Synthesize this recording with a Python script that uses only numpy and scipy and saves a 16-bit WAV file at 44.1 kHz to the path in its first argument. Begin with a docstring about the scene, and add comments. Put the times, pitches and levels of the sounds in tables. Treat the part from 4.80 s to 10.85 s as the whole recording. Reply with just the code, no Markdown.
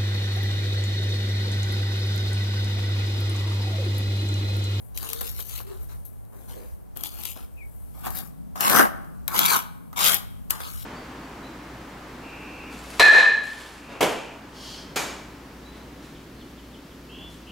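"""Scooping grain off concrete

A plastic bowl scoops loose grain beside a wall: light nudges, then three hard scrapes. Kernels crackle
under the rim and tick against the bowl, whose resonances change with each new grip; fine grit trickles
after every push. Far traffic rumbles underneath, and a distant bird chirps once."""
import sys
import numpy as np
from scipy import signal
from scipy.fft import rfft, irfft, next_fast_len
from scipy.io import wavfile
from scipy.ndimage import uniform_filter1d, map_coordinates

SR = 44100
rng = np.random.default_rng(int(sys.argv[2]) if len(sys.argv) > 2 else 0)


def unload_wav(signal):
    """Save mono or channel-first audio to the path in sys.argv[1] as 16-bit WAV at rate SR, clipped to [-1, 1]."""
    wavfile.write(
        sys.argv[1],
        SR,
        np.round(np.clip(np.atleast_2d(signal).T, -1, 1) * 32767).astype(np.int16),
    )


N = 266805


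def amp(db):
    """Decibels to gain."""
    return 10 ** (np.asarray(db) / 20)


def unit(x):
    """Scale to rms 1."""
    return x / np.sqrt(np.mean(x ** 2) + 1e-20)


def add(track, sound, start_s):
    """Lay a sound into a track."""
    part = track[:, round(start_s * SR):][:, :sound.shape[1]]
    part += sound[:, :part.shape[1]]


def along(points, hz):
    """Read each column after the frequency at hz, on a log axis."""
    freqs, *columns = np.transpose(points)
    return np.squeeze([np.interp(np.log(hz + 1), np.log(freqs + 1), column) for column in columns])


def automation(rows):
    """Read each column after the time at every sample."""
    times, *columns = np.transpose(rows)
    return np.array([np.interp(np.arange(N) / SR, times, column) for column in columns])


def wobble(rate, size=N):
    """A smooth random curve, rate knots a second."""
    knots = rng.standard_normal(int(size * rate / SR) + 4)
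    return map_coordinates(knots, [np.arange(size) * rate / SR])


def filtered(x, response):
    """Equalise x with a gain given as a function of frequency."""
    size = next_fast_len(N + SR // 2)
    return irfft(rfft(x, size) * response(np.fft.rfftfreq(size, 1 / SR)), size)[..., :N]


def convolved(x, ring):
    """Pass x through one impulse response or a pair."""
    return signal.oaconvolve(np.atleast_2d(x), np.atleast_2d(ring), axes=1)[:, :x.shape[-1]]


def colour(eq_db, size=4096):
    """The minimum-phase impulse response, of energy 1, shaped like this EQ curve."""
    gain = amp(eq_db(np.fft.rfftfreq(size, 1 / SR)))
    cepstrum = irfft(np.log(np.maximum(gain, 1e-6)))
    cepstrum[1:size // 2] *= 2
    cepstrum[size // 2 + 1:] = 0
    ring = irfft(np.exp(rfft(cepstrum)))
    return ring / np.linalg.norm(ring)


def shaped_noise(eq):
    """A pair of noises, rms 1, shaped by an EQ table."""
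    return unit(filtered(rng.standard_normal((2, N)), lambda hz: amp(along(eq, hz))))


def narrow_noise(hz, width_hz, size=N):
    """A pair of narrow noises, rms 1: a resonance under random drive."""
    phase = 2 * np.pi * hz * np.arange(size) / SR
    pair = [wobble(width_hz, size) * np.cos(phase) + wobble(width_hz, size) * np.sin(phase)
            for _ in range(2)]
    return unit(np.array(pair))


def burst(t60, size=2048):
    """A pair of dying noises of energy 1: one contact and its scatter."""
    x = rng.standard_normal((2, size)) * amp(-60 * np.arange(size) / SR / t60)
    return x / np.linalg.norm(x, axis=1, keepdims=True)


def grains(size, rate, spread_db, clump_db, t60, spots):
    """Random kernel contacts; the load wanders between a few spots, each with its own ring."""
    shape = (spots, size)
    clicks = rng.random(shape) < rate / spots / SR
    clicks = clicks * amp(spread_db * np.clip(rng.standard_normal(shape), -2, 2))
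    clicks = clicks * rng.choice([-1, 1], shape) * amp(clump_db * wobble(190, size))
    x = sum(convolved(spot * amp(3 * wobble(16, size)), burst(t60)) for spot in clicks)
    slow_power = np.abs(uniform_filter1d(np.mean(x ** 2, axis=0), SR // 40))
    return x / np.sqrt(slow_power + 1e-12)  # held at rms 1, ready for an envelope


def shifting_gap(x, depth_db):
    """The gap between bowl and floor keeps changing, so peaks and notches wander through the sound."""
    spectrogram = signal.stft(x, nperseg=512)[2]
    ripple = rng.standard_normal(spectrogram.shape)
    for _ in range(2):
        ripple = uniform_filter1d(ripple, size=4, axis=1)  # across frequency
        ripple = uniform_filter1d(ripple, size=8, axis=2)  # across time
    gain = unit(amp(depth_db * np.clip(unit(ripple), -3, 1.5)))
    return signal.istft(spectrogram * gain, nperseg=512)[1][:, :x.shape[1]]


# Stereo image: freq_hz, side_over_mid_db, left_over_right_db
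STEREO_IMAGE = [(60, 16.5, -.4), (130, 13.5, 2.2), (260, 12, 1.7), (520, 7.5, 1.8), (1000, 3, .8),
                (2000, .5, 2.2), (4500, -1, 2.5), (6500, -.5, 4.5), (8500, 0, 13), (12500, 0, 21.5)]
def microphones(pair):
    """Two unrelated signals become left and right: opposed in the bass, with the treble on the left."""
    def side_response(hz):
        side_db, balance_db = along(STEREO_IMAGE, hz)
        width, ratio = amp(side_db), amp(balance_db) ** 2
        lean = np.clip((ratio - 1) / (ratio + 1) * (1 + width ** 2) / (2 * width), -1, 1)
        return width * np.array([lean, np.sqrt(1 - lean ** 2)])
    mid, side = pair[0], filtered(pair, side_response).sum(axis=0)
    return np.array([mid + side, mid - side])


# Reverb decay: freq_hz, t60_s
REVERB_DECAY = [(150, 1), (900, 0.83), (3000, 0.62), (7000, 0.4), (13000, 0.37)]
def wall_reverb(x, build_s=0.0033):
    """Wall and floor answer; each frequency dies at its own speed."""
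    hz, t, noise = signal.stft(rng.standard_normal((2, SR)), SR, nperseg=256)
    decay = amp(-60 * t / along(REVERB_DECAY, hz)[:, None])
    tail = signal.istft(noise * decay, SR, nperseg=256)[1]
    tail *= 1 - np.exp(-np.arange(tail.shape[1]) / SR / build_s)
    return convolved(x, tail / np.linalg.norm(tail[0]))


# Tone of the traffic rumble, the vehicle drone and the air: freq_hz, gain_db
RUMBLE_EQ = [(15, -8), (35, -9.5), (56, 10), (75, 3), (92, -0.5), (110, 2), (140, -11), (260, -14.5),
             (600, -33.5)]
DRONE_EQ = [(90, -46), (135, -7), (165, -3.5), (205, -7.5), (260, -10.5), (500, -48)]
AIR_EQ = [(100, -43), (250, 0), (450, 4.5), (750, 3.5), (1200, -3.5), (2000, -12), (5000, -28),
          (8000, -33.5), (12500, -54), (16000, -88)]
# Fader rides of rumble and drone: time_s, level_db
RUMBLE_FADER = [(0, -58), (0.7, -52), (1.15, -50.5), (1.45, -60.5), (1.8, -53), (2.3, -56), (2.9, -56),
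                (3.25, -53), (3.55, -55.5), (3.9, -62), (4.15, -53.5), (4.75, -59.5), (5.3, -55),
                (6.0, -52.5)]
DRONE_FADER = [(0, -65), (2.9, -66), (3.35, -54.5), (5.5, -56), (6.05, -62.5)]
def outdoor_bed(flutter_db=1.35, air_db=-63):
    """Far traffic rumbles and one droning vehicle comes and goes under a steady thin hiss."""
    rumble = amp(automation(RUMBLE_FADER) + flutter_db * wobble(11)) * shaped_noise(RUMBLE_EQ)
    drone = amp(automation(DRONE_FADER)) * shaped_noise(DRONE_EQ)
    return rumble + drone + amp(air_db) * shaped_noise(AIR_EQ)


# Fader ride of the engine: time_s, level_db
ENGINE_FADER = [(0, -61), (1.3, -61.5), (1.8, -70), (6.05, -70)]
def far_engine():
    """A distant engine hums on one low, unsteady note."""
    return amp(automation(ENGINE_FADER)) * narrow_noise(hz=107, width_hz=13)


# Contour of the chirp: time_s, pitch_hz, level_db
CHIRP_CONTOUR = [(2.765, 2660, -68), (2.782, 2564, -53.5), (2.80, 2525, -55), (2.822, 2220, -48.5),
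                 (2.845, 2257, -56), (2.87, 2250, -62)]
def bird(direct_db=-3, echo_db=-9, hoarseness=0.024, fade_s=.005):
    """One far falling chirp, slightly hoarse and blurred by a short echo."""
    pitch_hz, level_db = automation(CHIRP_CONTOUR)
    phase = 2 * np.pi * np.cumsum(pitch_hz * (1 + hoarseness * wobble(500))) / SR
    start, end = CHIRP_CONTOUR[0][0], CHIRP_CONTOUR[-1][0]
    gate = np.interp(np.arange(N) / SR, [start - fade_s, start, end, end + fade_s], [0, 1, 1, 0])
    note = np.sqrt(2) * amp(level_db) * gate * np.sin(phase)
    return amp(direct_db) * note + amp(echo_db) * convolved(note, burst(t60=.2, size=8192))


# Sizzle of fine grit: freq_hz, gain_db
GRIT_EQ = [(2500, -22), (5500, -28.5), (8500, -6.5), (10800, -4.5), (12500, 1.5), (14000, -7), (16000, -12)]
# Gentle slides off the heap: centre_s, half_length_s, level_db
GRIT_SLIDES = [(0.033, 0.064, -57.5), (1.08, 0.25, -59.5), (1.62, 0.087, -59), (1.8, 0.15, -57.5),
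               (2.996, 0.18, -58.5), (3.204, 0.19, -65)]
def grit_trickle(run_db=-40, seep_db=-69.5, growth=0.56, settle_db_per_s=36):
    """Fine grit seeps all the time, swells in slides, and runs after every push, more for a harder one."""
    t = np.arange(N) / SR
    flow = np.zeros(N)
    for start, length, crackle_db, *_ in BOWL_PUSHES:
        rise = np.clip((t - start) / length, 0, 1)
        settled_db = settle_db_per_s * np.maximum(t - start - length, 0)
        flow = np.maximum(flow, rise * amp(growth * crackle_db - settled_db))
    slide_power = sum((amp(db) * np.exp(-.5 * ((t - centre) / half) ** 2)) ** 2
                      for centre, half, db in GRIT_SLIDES)
    level = np.sqrt((amp(run_db) * flow) ** 2 + slide_power + amp(seep_db) ** 2)
    grit = grains(N, rate=6000, spread_db=3, clump_db=.8, t60=.01, spots=8)
    return level * convolved(shifting_gap(grit, depth_db=1.5), colour(lambda hz: along(GRIT_EQ, hz)))


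# A new grip for each stroke: start_s, hollow_db (boost to the shell's low end)
BOWL_GRIPS = [(0.0, 0.5), (1.5, 13.5), (2.1, 14), (2.85, 8), (3.7, 1), (4.44, -3.5), (5.1, -3.5), (5.65, 1)]
def grip_at(time_s):
    """Index of the grip that holds at this time."""
    return sum(start <= time_s for start, _ in BOWL_GRIPS[1:])


# Tone of kernel crackle, rim rasp and bowl shell: freq_hz, gain_db
CRACKLE_EQ = [(3000, -54), (6500, -17.5), (8500, -13), (10500, -11), (11700, -2.5), (12500, 1), (13500, -2),
              (15000, -14), (16000, -10)]
RASP_EQ = [(600, -21.5), (1500, -13.5), (2200, 0), (3000, 3), (3900, 2), (5100, 0.5), (6500, 1.5),
           (8000, -2.5), (11000, 3), (16000, -74.5)]
SHELL_EQ = [(60, -32), (130, -15), (210, -7), (310, -7), (520, -5.5), (750, -0.5), (1250, 2.5), (1600, -1),
            (2100, -13.5), (4000, -24)]
# The bowl's resonances, one list a grip: centre_hz, width_hz, lift_db
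BOWL_RESONANCES = [
    [(456, 150, 9), (1350, 400, -1.5), (3950, 690, 5)],
    [(500, 670, 7), (2220, 1100, 5), (7540, 2500, 6)],
    [(900, 250, 3), (3180, 980, 5.5), (4540, 350, 3.5)],
    [(780, 160, 10), (1130, 330, 5.5), (2000, 400, 3.5), (4600, 500, 3.5)],
    [(227, 72, 4), (758, 125, 6), (1100, 320, 4.5), (2050, 340, 5), (2910, 220, 4)],
    [(474, 123, -1.5), (1080, 400, 3), (2250, 330, 7), (3810, 500, 4)],
    [(710, 97, 3.5), (1220, 270, 4), (2130, 390, 6), (3830, 670, 1.5)],
    [(884, 76, 4), (1160, 320, 5), (2254, 180, 2)],
]
def bowl_colours(grip, hollow_hz=600):
    """Impulse responses of crackle, rasp and shell: the grip's resonances colour all three."""
    _, hollow_db = BOWL_GRIPS[grip]
    lift = lambda hz: sum(db / (1 + ((hz - centre) / (width / 2)) ** 2)
                          for centre, width, db in BOWL_RESONANCES[grip])
    hollow = lambda hz: hollow_db / (1 + (hz / hollow_hz) ** 4)
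    return [colour(lambda hz: along(CRACKLE_EQ, hz) + lift(hz)),
            colour(lambda hz: along(RASP_EQ, hz) + lift(hz)),
            colour(lambda hz: along(SHELL_EQ, hz) + lift(hz) + hollow(hz))]


# Hollow rubbing tones: start_s, end_s, pitch_hz, width_hz, level_db
RUB_TONES = [(0.199, 0.52, 461.5, 45.2, -53.5), (0.836, 0.996, 393, 48.7, -51), (1.7, 1.93, 509, 56.5, -58),
             (3.8, 4.086, 551.4, 109.7, -41.5), (3.89, 4.066, 220.2, 99, -41),
             (4.53, 4.787, 180.3, 90.8, -48.5), (5.17, 5.38, 182.5, 94, -49.5)]
def bowl_rubs():
    """The wall of the bowl hums briefly as it rubs, swelling and fading."""
    out = np.zeros((2, N))
    for start, end, pitch_hz, width_hz, level_db in RUB_TONES:
        size = round((end - start) * SR)
        envelope = amp(level_db) * np.sqrt(np.hanning(size))
        add(out, envelope * narrow_noise(pitch_hz, width_hz, size), start)
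    return out


def impacts(colours, events, rattle_db, rattle_t60, t60s=(.011, .016, .018)):
    """Each hit layers a sharp tick, a rim snap and a shell knock; jolted kernels rattle after it."""
    out = np.zeros((2, N))
    hit_gain = np.sqrt(.005 * SR)  # the energy of 5 ms at rms 1
    for start, *levels_db in events:
        for gain, t60, ring in zip(hit_gain * amp(levels_db), t60s, colours[grip_at(start)]):
            contact = burst(t60, size=4096) + amp(rattle_db) * burst(rattle_t60, size=4096)
            add(out, convolved(gain * contact, ring), start)
    return out


# Bumps on the floor: start_s, knock_db
FLOOR_BUMPS = [(0.228, -46.5), (0.412, -41), (0.5907, -43), (0.802, -45), (2.164, -46.5), (2.564, -51),
               (3.2671, -34.5), (3.3032, -47), (3.757, -41), (3.9944, -19.5), (4.0534, -32), (4.2458, -56),
               (4.4811, -35.5), (5.1294, -46.5), (5.8034, -38)]
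def floor_bumps(colours, tick_offset_db=-6, snap_offset_db=-10):
    """The bowl bumps the concrete: mostly shell knock, with a loose rattle."""
    events = [(start, db + tick_offset_db, db + snap_offset_db, db) for start, db in FLOOR_BUMPS]
    return impacts(colours, events, rattle_db=1, rattle_t60=.14)


# Cracking kernels: start_s, tick_db, snap_db
KERNEL_CRACKS = [(0.175, -30.5, -34), (0.1853, -35, -52), (0.229, -37.5, -45), (0.29, -33, -40),
                 (0.301, -36, -42), (0.312, -40, -48), (0.332, -26.5, -34), (0.4095, -32, -40.5),
                 (0.414, -32.5, -42), (0.469, -38, -47), (0.515, -39, -57), (0.604, -40, -44),
                 (0.625, -40, -52), (0.696, -38, -50), (1.451, -61, -72), (2.1719, -33.5, -46.5),
                 (2.209, -42, -49), (2.2364, -27.5, -35), (2.4359, -37, -40), (2.454, -32.5, -35.5),
                 (3.26, -36, -56), (3.305, -34, -49), (3.387, -31, -49), (3.8076, -23.5, -31.5),
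                 (3.881, -27, -31), (3.8978, -17, -26), (3.914, -29, -30), (3.9615, -16.5, -24.5),
                 (3.977, -23, -32), (4.4793, -22.5, -31.5), (4.562, -28, -36), (4.58, -28, -31),
                 (4.591, -14, -20.5), (4.641, -32, -32), (4.6544, -21, -25), (4.6608, -16.5, -23.5),
                 (4.7033, -23, -36), (5.1918, -26, -39), (5.2435, -18.5, -26), (5.2575, -29, -28),
                 (5.2744, -16, -26), (5.2835, -19, -25.5), (5.3435, -17.5, -30.5), (5.7065, -17.5, -29)]
def kernel_cracks(colours, knock_offset_db=-21):
    """A kernel cracks under the rim: a bright tick and snap with little body."""
    events = [(start, tick, snap, tick + knock_offset_db) for start, tick, snap in KERNEL_CRACKS]
    return impacts(colours, events, rattle_db=-8, rattle_t60=.07)


def push_envelopes(length, levels_db, swell_db, attack_s=.011, arch_db=2.5, tail_s=.25):
    """Gains of crackle, rasp and shell in one push: the rim bites, the force arches, then lets go."""
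    t = np.arange(round((length + tail_s) * SR)) / SR
    from_middle = np.minimum(t / length, 1) - .5
    force_db = swell_db * from_middle - arch_db * (2 * from_middle) ** 2
    release_db_per_s = [333, 357, 304]
    release_db = np.outer(release_db_per_s, np.maximum(t - length, 0))
    return np.minimum(t / attack_s, 1) * amp(np.array(levels_db)[:, None] + force_db - release_db)


# Pushes of the hand: start_s, length_s, crackle_db, rasp_db, shell_db, swell_db (start to end)
BOWL_PUSHES = [(0.141, 0.073, -47.5, -50.5, -53.5, 9), (0.212, 0.14, -45.5, -45, -47.5, -4),
               (0.322, 0.17, -42, -45.5, -51.5, 8), (0.502, 0.089, -48.5, -51.5, -61, 13),
               (0.584, 0.037, -39, -44, -61, -1), (0.641, 0.15, -43, -47, -56.5, 9.5),
               (0.86, 0.15, -58.5, -60.5, -55, -10.5), (1.001, 0.035, -49.5, -70, -59.5, 3),
               (1.083, 0.066, -58, -61, -54, -4), (1.246, 0.02, -42.5, -64, -71, -5),
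               (1.518, 0.14, -66, -67.5, -56.5, 4), (1.675, 0.067, -52, -52.5, -51, 0),
               (1.749, 0.19, -64, -63.5, -56, -14), (2.153, 0.085, -45.5, -55.5, -53.5, 3),
               (2.233, 0.036, -38, -41, -53.5, 3.5), (2.302, 0.092, -47, -52.5, -55, 0),
               (2.38, 0.062, -43, -46.5, -56, 1), (2.444, 0.075, -37, -43, -55, -5.5),
               (2.553, 0.1, -51.5, -56.5, -53, -9.5), (3.135, 0.11, -56.5, -60, -52.5, 8),
               (3.229, 0.042, -44, -47.5, -39, 13), (3.295, 0.06, -44, -53.5, -50.5, 2),
               (3.34, 0.06, -36.5, -43.5, -41.5, 1.5), (3.422, 0.045, -50.5, -60.5, -57, 6.5),
               (3.751, 0.084, -49, -48, -42, 2), (3.797, 0.11, -31.5, -30, -27.5, 4),
               (3.89, 0.097, -24.5, -28, -20.5, 8.5), (3.985, 0.061, -30.5, -38, -17.5, -11.5),
               (4.485, 0.067, -42, -46.5, -40, 18), (4.536, 0.12, -31.5, -30, -30, 4),
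               (4.665, 0.1, -26, -26.5, -28, 4), (5.158, 0.078, -31.5, -30, -33, 11.5),
               (5.235, 0.044, -22.5, -22.5, -28, 7.5), (5.281, 0.069, -26, -27.5, -28.5, -0.5),
               (5.696, 0.011, -34, -38, -37.5, -4), (5.705, 0.11, -51, -48.5, -44, -14),
               (5.786, 0.098, -47, -46.5, -48, 3.5), (5.87, 0.16, -43.5, -49.5, -56, 1)]
def bowl_scrapes(colours, trims_db=(0, 0, -1)):
    """Each push crushes and rolls kernels, grinds the rim on the concrete and shakes the shell."""
    out = np.zeros((2, N))
    for grip, rings in enumerate(colours):
        pushes = [push for push in BOWL_PUSHES if grip_at(push[0]) == grip]
        stroke_start = pushes[0][0]
        size = round((pushes[-1][0] - stroke_start + .5) * SR)
        power = np.zeros((3, size))
        for start, length, *levels_db, swell_db in pushes:
            add(power, push_envelopes(length, levels_db, swell_db) ** 2, start - stroke_start)
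        envelopes = np.sqrt(power) * amp(trims_db)[:, None]
        crackle = grains(size, rate=3000, spread_db=4, clump_db=1.2, t60=.006, spots=7)
        rasp = grains(size, rate=1600, spread_db=4, clump_db=1.4, t60=.012, spots=7)
        shell = grains(size, rate=2000, spread_db=3, clump_db=.8, t60=.03, spots=6)
        layers = [shifting_gap(crackle, depth_db=3.5), shifting_gap(rasp, depth_db=4.5),
                  shifting_gap(shell, depth_db=4)]
        for envelope, layer, ring in zip(envelopes, layers, rings):
            add(out, convolved(envelope * layer, ring), stroke_start)
    return out


def scene(reverb_db=-18.5):
    """The bowl close by, its reverb and trickling grit, over the distant outdoors."""
    colours = [bowl_colours(grip) for grip in range(len(BOWL_GRIPS))]
    bowl = kernel_cracks(colours) + floor_bumps(colours) + bowl_scrapes(colours) + bowl_rubs()
    engine = far_engine()
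    foreground = bowl + amp(reverb_db) * wall_reverb(bowl) + grit_trickle()
    return microphones(foreground + bird() + outdoor_bed() + engine)


def record(dry, cutoff_hz=15800):
    """Clip any peaks at full scale, then cut the top with a steep low-pass."""
    return filtered(np.clip(dry, -1, 1), lambda hz: 1 / np.sqrt(1 + (hz / cutoff_hz) ** 200))


dry = scene()
out = record(dry)
unload_wav(out)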